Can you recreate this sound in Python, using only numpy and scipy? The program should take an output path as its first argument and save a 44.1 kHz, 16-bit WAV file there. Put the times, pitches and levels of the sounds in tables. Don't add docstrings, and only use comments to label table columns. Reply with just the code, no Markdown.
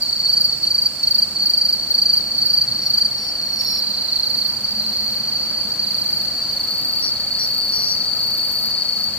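import sys
import numpy as np
from scipy import signal
from scipy.fft import rfft, irfft, next_fast_len
from scipy.io import wavfile
from scipy.ndimage import uniform_filter1d

SR = 44100
rng = np.random.default_rng(int(sys.argv[2]) if len(sys.argv) > 2 else 0)


def put_to_file(sound):
    columns = np.atleast_2d(sound).T
    safe = np.clip(columns, -1, 1)
    whole_steps = np.round(safe * 32767)
    wavfile.write(sys.argv[1], SR, whole_steps.astype(np.int16))


def to_linear_factor(level_db):
    exponent = np.asarray(level_db, float) / 20
    return 10 ** exponent


N = 404838


def rms_one(x):
    return x / np.sqrt(np.mean(x ** 2) + 1e-20)


def in_time(rows):
    s, *columns = np.transpose(rows)
    return [np.interp(np.arange(N) / SR, s, c) for c in columns]


# time in seconds, aim from 0 (hedge) to 1 (car park).
AIM_CURVE = [(0, 0.016), (3, 0.48), (6, 0.95), (9.18, 0.89)]


def aim():
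    return in_time(AIM_CURVE)[0]


# pitch in Hz, likeness from -1 (opposite) to 1 (same).
EAR_LIKENESS = [(60, 1), (250, 0.95), (700, 0.86), (1500, 0.73), (3000, 0.25), (6000, -0.32), (9000, -0.41),
                (11000, -0.0073), (15000, 0.66)]


def shaped_noise(spectrum):
    size = next_fast_len(N)
    log_hz = np.log(np.arange(1, size // 2 + 2) * SR / size)
    hz, db = np.transpose(spectrum)
    gain = to_linear_factor(np.interp(log_hz, np.log(hz), db))
    hz, likeness = np.transpose(EAR_LIKENESS)
    alike = np.clip(np.interp(log_hz, np.log(hz), likeness), -1, 0.98)
    mid, side = rfft(rng.standard_normal((2, size))) * gain
    both = np.sqrt(1 + alike) * mid + np.sqrt(1 - alike) * side * [[1], [-1]]
    return rms_one(irfft(both, size)[:, :N])


def narrow_noise(hz, width_hz):
    band = signal.butter(2, [hz - width_hz / 2, hz + width_hz / 2], "band", fs=SR, output="sos")
    return rms_one(signal.sosfilt(band, rng.standard_normal(N + SR))[SR:])


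def tones(start, length, hz, sag_hz, db, pan_db, lag, partials_db, swell, lean, wobble):
    out = np.zeros((2, N + SR))
    step = np.arange(int(np.max(length) * SR))
    t, span = step / SR, length[:, None]
    u = np.clip(t / span, 0, 1)
    chance = rng.random((len(start), 5))
    slips = 0
    for k in range(2):
        slip_hz = 40 + 110 * chance[:, [k]]
        slips = slips + np.sin(2 * np.pi * (slip_hz * t + chance[:, [k + 2]]))
    turns = hz[:, None] * t - sag_hz[:, None] * span * u ** 3 / 3 + chance[:, [4]]
    shape = np.abs(np.sin(np.pi * u ** lean)) ** swell * (u < 1)
    spin = np.exp(1j * (2 * np.pi * turns + wobble * slips))
    start_sample = np.round(np.clip(start, 0, N / SR) * SR).astype(int)
    at = (start_sample[:, None] + step).ravel()
    for ear, sign in enumerate([1, -1]):
        late = np.exp(-1j * np.pi * sign * lag * hz / SR)[:, None]
        partial = shape * (1 + wobble * slips[::-1])
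        wave = 0
        for partial_db in partials_db:
            partial = partial * spin * late
            wave = wave + to_linear_factor(partial_db) * partial.imag
        level = to_linear_factor(db + sign * pan_db / 2)[:, None]
        out[ear] = np.bincount(at, (wave * level).ravel(), N + SR)
    return out[:, :N]


# time in seconds, samples by which left lags right.
HEDGE_LAG = [(0, 2.5), (3, 2.5), (5, 3), (6.3, 3), (6.8, -3.5), (7.6, -2.5), (9.18, -2.5)]


def strokes(s, hz, db, pan_db, partials_db, scatter, wobble, sag_hz):
    lag = np.interp(s, *np.transpose(HEDGE_LAG)) + scatter * rng.standard_normal(len(s))
    one = np.ones(len(s))
    flick = tones(s + 0.007, 0.0087 * one, hz - 260, 480 * one, db - 17, pan_db * one, lag,
                  [0], swell=0.88, lean=0.8, wobble=0.045)
    ring = tones(s - 0.013, 0.02604 * one, hz + sag_hz / 4, sag_hz * one, db, pan_db * one, lag,
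                 partials_db, swell=1.4, lean=0.95, wobble=wobble)
    return flick + ring


def unroll(phrases, beat):
    rows = []
    for first, last, first_hz, last_hz, db in phrases:
        for u in np.linspace(0, 1, round((last - first) / beat) + 1):
            age = (last - first) * u
            rows.append((first + age, age, first_hz + (last_hz - first_hz) * u, db))
    return np.transpose(rows)


# first stroke in seconds, last stroke in seconds, peak level in dB.
CLOSE_PHRASES = [
    (-0.125, 0.03, -10),
    (0.262, 0.452, -7.5),
    (0.639, 0.864, -8),
    (1.04, 1.229, -7.5),
    (1.427, 1.735, -8.5),
    (1.913, 2.177, -7.5),
    (2.388, 2.62, -8),
    (2.869, 3.058, -8.5),
]


def close_singer():
    hz, climb_hz, soft_start_db, settle_s, uneven_db = 4628, 179, 2.5, 0.059, 0.47
    beats = unroll([(first, last, hz, hz, db) for first, last, db in CLOSE_PHRASES], 0.0378)
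    s, age, hz, db = beats[:, beats[0] > 0]
    early = np.exp(-age / settle_s)
    db = db - soft_start_db * early + uneven_db * rng.standard_normal(len(s))
    return strokes(s, hz - climb_hz * early, db, -0.24, [0, -31, -26], scatter=0.64, wobble=0.099, sag_hz=420)


# time in seconds, level in dB, left-right difference in dB.
CHORUS_LEVEL = [(0.0, -20.5, -2.5), (0.74, -27, -4), (2.56, -23, 0), (3.43, -27, 1), (3.78, -24.5, -2),
                (5.47, -24, 1.5), (8.31, -20.5, 2), (9.18, -24.5, 6)]


def chorus():
    rows = []
    for k, (beat, pause, size) in enumerate(rng.random((12, 3))):
        s = np.arange(-pause, N / SR, 0.035 + 0.003 * beat)
        place = np.arange(len(s)) % int(12 + 10 * size)
        rise = np.exp(-place / 1.47)
        sung = (place < 8 + 8 * size) & (s > 0)
        hz = 4250 + 430 * ((k + 1) / 12) ** 0.611 - 200 * rise
        pan_db = 6 * (beat - 0.5) + 0 * s
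        rows.append(np.array([s, hz, -8 * rise + 3 * pause, pan_db])[:, sung])
    level_db, pan_db = in_time(CHORUS_LEVEL)
    crowd = strokes(*np.hstack(rows), [0, -33, -27], scatter=1.71, wobble=0.059, sag_hz=308)
    loudness = uniform_filter1d(np.mean(crowd ** 2, axis=0), SR // 8)
    return crowd / np.sqrt(loudness + 1e-9) * to_linear_factor(level_db - 0.8 + pan_db * [[0.5], [-0.5]])


# time in seconds, level in dB.
TRILL_LEVEL = [(0, -44), (1.5, -47.5), (3, -48.5), (5.4, -54), (5.8, -60), (9.18, -70)]


def ground_cricket():
    s = np.cumsum(1 / 53.6 + 0.00032 * rng.standard_normal(int(53 * N / SR)))
    one = np.ones(len(s))
    trill = tones(s, 0.013 * one, 5270 * one, 150 * one, 2.8 * rng.standard_normal(len(s)), -1.5 * one,
                  1.4 * one, [0], swell=0.65, lean=1.0, wobble=0.11)
    return rms_one(trill) * to_linear_factor(in_time(TRILL_LEVEL)[0])


# time in seconds, level in dB.
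SHIMMER_LEVEL = [(0, -50), (3, -61), (4.5, -62), (6, -56.5), (9.18, -54)]


def far_shimmer():
    shimmer = np.array([narrow_noise(7050, 450), narrow_noise(7020, 410)])
    return shimmer * to_linear_factor(in_time(SHIMMER_LEVEL)[0])


# pitch in Hz, level in dB per Hz.
LEAF_SPECTRUM = [(3500, -31), (5000, -8), (5600, 6), (6400, -10.5), (8000, 4.5), (9400, 1.5), (9700, -43)]


def leaves():
    return shaped_noise(LEAF_SPECTRUM) * to_linear_factor(-41 - 5.5 * aim())


# pitch in Hz, level in dB per Hz.
RUMBLE_SPECTRUM = [(12, -41), (20, -12), (59, -3), (97, -5.5), (129, -2), (173, -2.5), (208, -1), (278, -6),
                   (315, -6.5), (362, -10.5), (400, -15), (520, -35), (880, -120)]


def traffic_rumble():
    return shaped_noise(RUMBLE_SPECTRUM) * to_linear_factor(-44.5 + 2 * aim())


# pitch in Hz, level in dB per Hz.
HISS_SPECTRUM = [(250, -34), (400, -3.5), (550, 1), (1000, -3.5), (2600, -7.5), (3500, -8.5), (5000, -4.5),
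                 (9800, -16.5), (10500, -15), (14000, -17.5), (14400, -13), (16000, -30)]


def tyre_hiss():
    return shaped_noise(HISS_SPECTRUM) * to_linear_factor(-40 + 3 * aim())


# loudest moment in seconds, pitch in Hz, width in Hz, peak level in dB, half length in seconds.
ENGINES = [
    (2.66, 129.4, 20, -44, 0.23),
    (0.64, 127.7, 20, -55.5, 1.5),
    (6.9, 126.5, 18, -54.5, 3.1),
    (2.5, 212.4, 24, -48, 1.66),
    (5.06, 209.8, 24.5, -43.5, 1.07),
    (9.1, 212, 20, -48.5, 1.35),
    (1.9, 314, 7.1, -55, 2.1),
    (7.1, 314, 7.9, -56, 1.4),
    (7.8, 1284, 15, -55, 2.4),
]


def engine_whines():
    t, out = np.arange(N) / SR, np.zeros(N)
    for s, hz, width_hz, db, half_s in ENGINES:
        out += narrow_noise(hz, width_hz) * to_linear_factor(db) / (1 + ((t - s) / half_s) ** 2)
    return out


# first stroke in seconds, last stroke in seconds, first pitch in Hz, last pitch in Hz, peak level in dB.
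NEIGHBOUR_PHRASES = [
    (0.098, 0.239, 4490, 4490, -16),
    (0.495, 0.531, 4490, 4480, -12.5),
    (1.369, 1.474, 4460, 4500, -13),
    (1.765, 1.872, 4510, 4490, -18),
    (2.21, 2.355, 4490, 4510, -18.5),
    (2.688, 2.833, 4460, 4480, -16),
]
OTHER_PHRASES = [(3.114, 3.36, 4450.0, 4540, -19), (3.4, 3.828, 4390, 4500.0, -16),
                 (3.596, 3.848, 4560, 4586, -21), (3.659, 4.087, 4190, 4150.0, -20),
                 (3.879, 4.306, 4460, 4630, -18.5), (4.093, 4.408, 4370, 4470, -18),
                 (4.13, 4.457, 4203, 4280, -16.5), (4.35, 4.802, 4550, 4600, -16.5),
                 (4.786, 5.118, 4454, 4550, -21), (4.81, 5.243, 4204, 4310, -20.5),
                 (4.957, 5.252, 4400, 4550.0, -21), (5.282, 5.547, 4290, 4460, -24),
                 (5.293, 5.725, 4540, 4620, -17), (5.8, 6.248, 4605, 4600.0, -16),
                 (5.848, 6.248, 4150, 4350, -22.8), (6.288, 6.718, 4290, 4390, -23.5),
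                 (6.391, 6.819, 4650.0, 4665, -23.5), (6.857, 7.122, 4550, 4660, -17.5),
                 (7.177, 7.449, 4590, 4650.0, -25), (7.321, 7.607, 4400.0, 4506, -21),
                 (7.481, 7.921, 4636, 4650.0, -17.5), (8.015, 8.438, 4600.0, 4660, -19.0),
                 (8.645, 9.08, 4463, 4480, -17.5), (8.71, 9.108, 4690, 4675.0, -22)]
# time in seconds, left-right difference in dB.
HEDGE_PAN = [(0, 0), (3.1, -1), (4.4, -4), (5.5, -5), (6.6, -3), (7.7, 2.5), (9.18, 2.5)]


def other_singers():
    s, _, hz, db = unroll(NEIGHBOUR_PHRASES + OTHER_PHRASES, 0.037)
    pan_db = np.interp(s, *np.transpose(HEDGE_PAN))
    return strokes(s, hz, db - 0.8, pan_db, [0, -36, -31], scatter=0.58, wobble=0.039, sag_hz=330)


# time in seconds, peak level in dB.
HAND_SHIFTS = [
    (0.3691, -43),
    (0.6494, -42),
    (0.7821, -56),
    (1.0794, -42),
    (1.502, -42),
    (2.14, -42),
    (2.9801, -39),
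    (3.0475, -56),
    (3.6162, -40),
]


def rustles():
    t, gain = np.arange(N) / SR, np.zeros(N)
    for s, db in HAND_SHIFTS:
        gain += to_linear_factor(db + 11.5) * np.exp(-np.clip(t - s, 0, 1) / 0.017) * (t >= s)
    band = signal.butter(2, [900, 9000], "band", fs=SR, output="sos")
    return gain * signal.sosfilt(band, rng.standard_normal((2, N)))


# first pulse in seconds, last pulse in seconds, first pitch in Hz, last pitch in Hz, peak level in dB.
PINE_CALLS = [
    (2.823, 2.858, 5650, 5630, -31),
    (3.183, 3.278, 5660, 5400, -32.5),
    (3.465, 3.53, 5660, 5670, -36),
    (3.555, 3.69, 5680, 5670, -36.5),
    (3.59, 3.768, 5530, 5530, -26),
    (7.027, 7.06, 5630, 5570, -20),
    (7.395, 7.43, 5640, 5600, -21),
    (7.725, 7.915, 5630, 5740, -22.5),
    (7.962, 8.03, 5690, 5680, -37),
]


def pine_cricket():
    s, _, hz, db = unroll(PINE_CALLS, 0.034)
    one = np.ones(len(s))
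    lag = np.where(s < 5, 8.0, -3.0)
    pan_db = np.where(s < 5, -0.8, 4.2)
    db = db + 2 * rng.standard_normal(len(s))
    return tones(s - 0.003, 0.038 * one, hz, 50 * one, db, pan_db, lag, [0, -17], swell=0.47, lean=0.46, wobble=0.03)


# first full stroke in seconds, last stroke in seconds,
# pitch in Hz, level of the third partial in dB, left-right difference in dB.
FACING_PHRASES = [
    (3.61, 3.83, 4500, -36, -0.1),
    (4.271, 4.482, 4420, -42, 6),
    (4.861, 5.184, 4490, -42, 1.7),
    (5.928, 6.221, 4370, -41.5, 10),
    (6.643, 6.997, 4400, -38, 6),
    (7.514, 7.83, 4400, -34.5, 3.5),
    (8.345, 8.663, 4400, -33.5, 3),
    (8.164, 8.306, 4625, -39, -1.7),
    (8.536, 8.707, 4630, -37.5, -1),
    (8.929, 9.042, 4665, -37, -3),
]


def facing_singers():
    rows = []
    for first, last, top_hz, top_db, pan_db in FACING_PHRASES:
        s, age, hz, db = unroll([(first - 0.143, last, top_hz, top_hz, top_db)], 0.0357)
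        early = np.clip(1 - age / 0.16, 0, 1)
        rows.append(np.array([s, hz - 260 * early, db - 11 * early, pan_db + 0 * s]))
    return strokes(*np.hstack(rows), [9, -4, 1.5], scatter=0.57, wobble=0.037, sag_hz=150)


def foliage(x, t60, wet_db):
    t = np.arange(int(0.3 * SR)) / SR
    tail = rng.standard_normal((2, len(t))) * to_linear_factor(-60 * t / t60) * (t > 0.003)
    tail = tail / np.sqrt(np.sum(tail ** 2, axis=1, keepdims=True))
    return x + to_linear_factor(wet_db) * signal.fftconvolve(x, tail, axes=1)[:, :N]


def scene():
    bell_crickets = close_singer() + chorus() + other_singers() + facing_singers()
    song = foliage(bell_crickets, t60=0.056, wet_db=-9.5)
    whistles = foliage(pine_cricket(), t60=0.2, wet_db=-9)
    background = ground_cricket() + far_shimmer() + leaves()
    traffic = traffic_rumble() + tyre_hiss() + engine_whines()
    return song + whistles + background + traffic + rustles()


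def roll_off(x):
    return signal.sosfilt(signal.butter(12, 16800, fs=SR, output="sos"), x)


def record(dry):
    top_cut = signal.ellip(12, 0.5, 70, 15780, fs=SR, output="sos")
    return roll_off(signal.sosfilt(top_cut, dry))


dry = scene()
out = record(dry)
put_to_file(out)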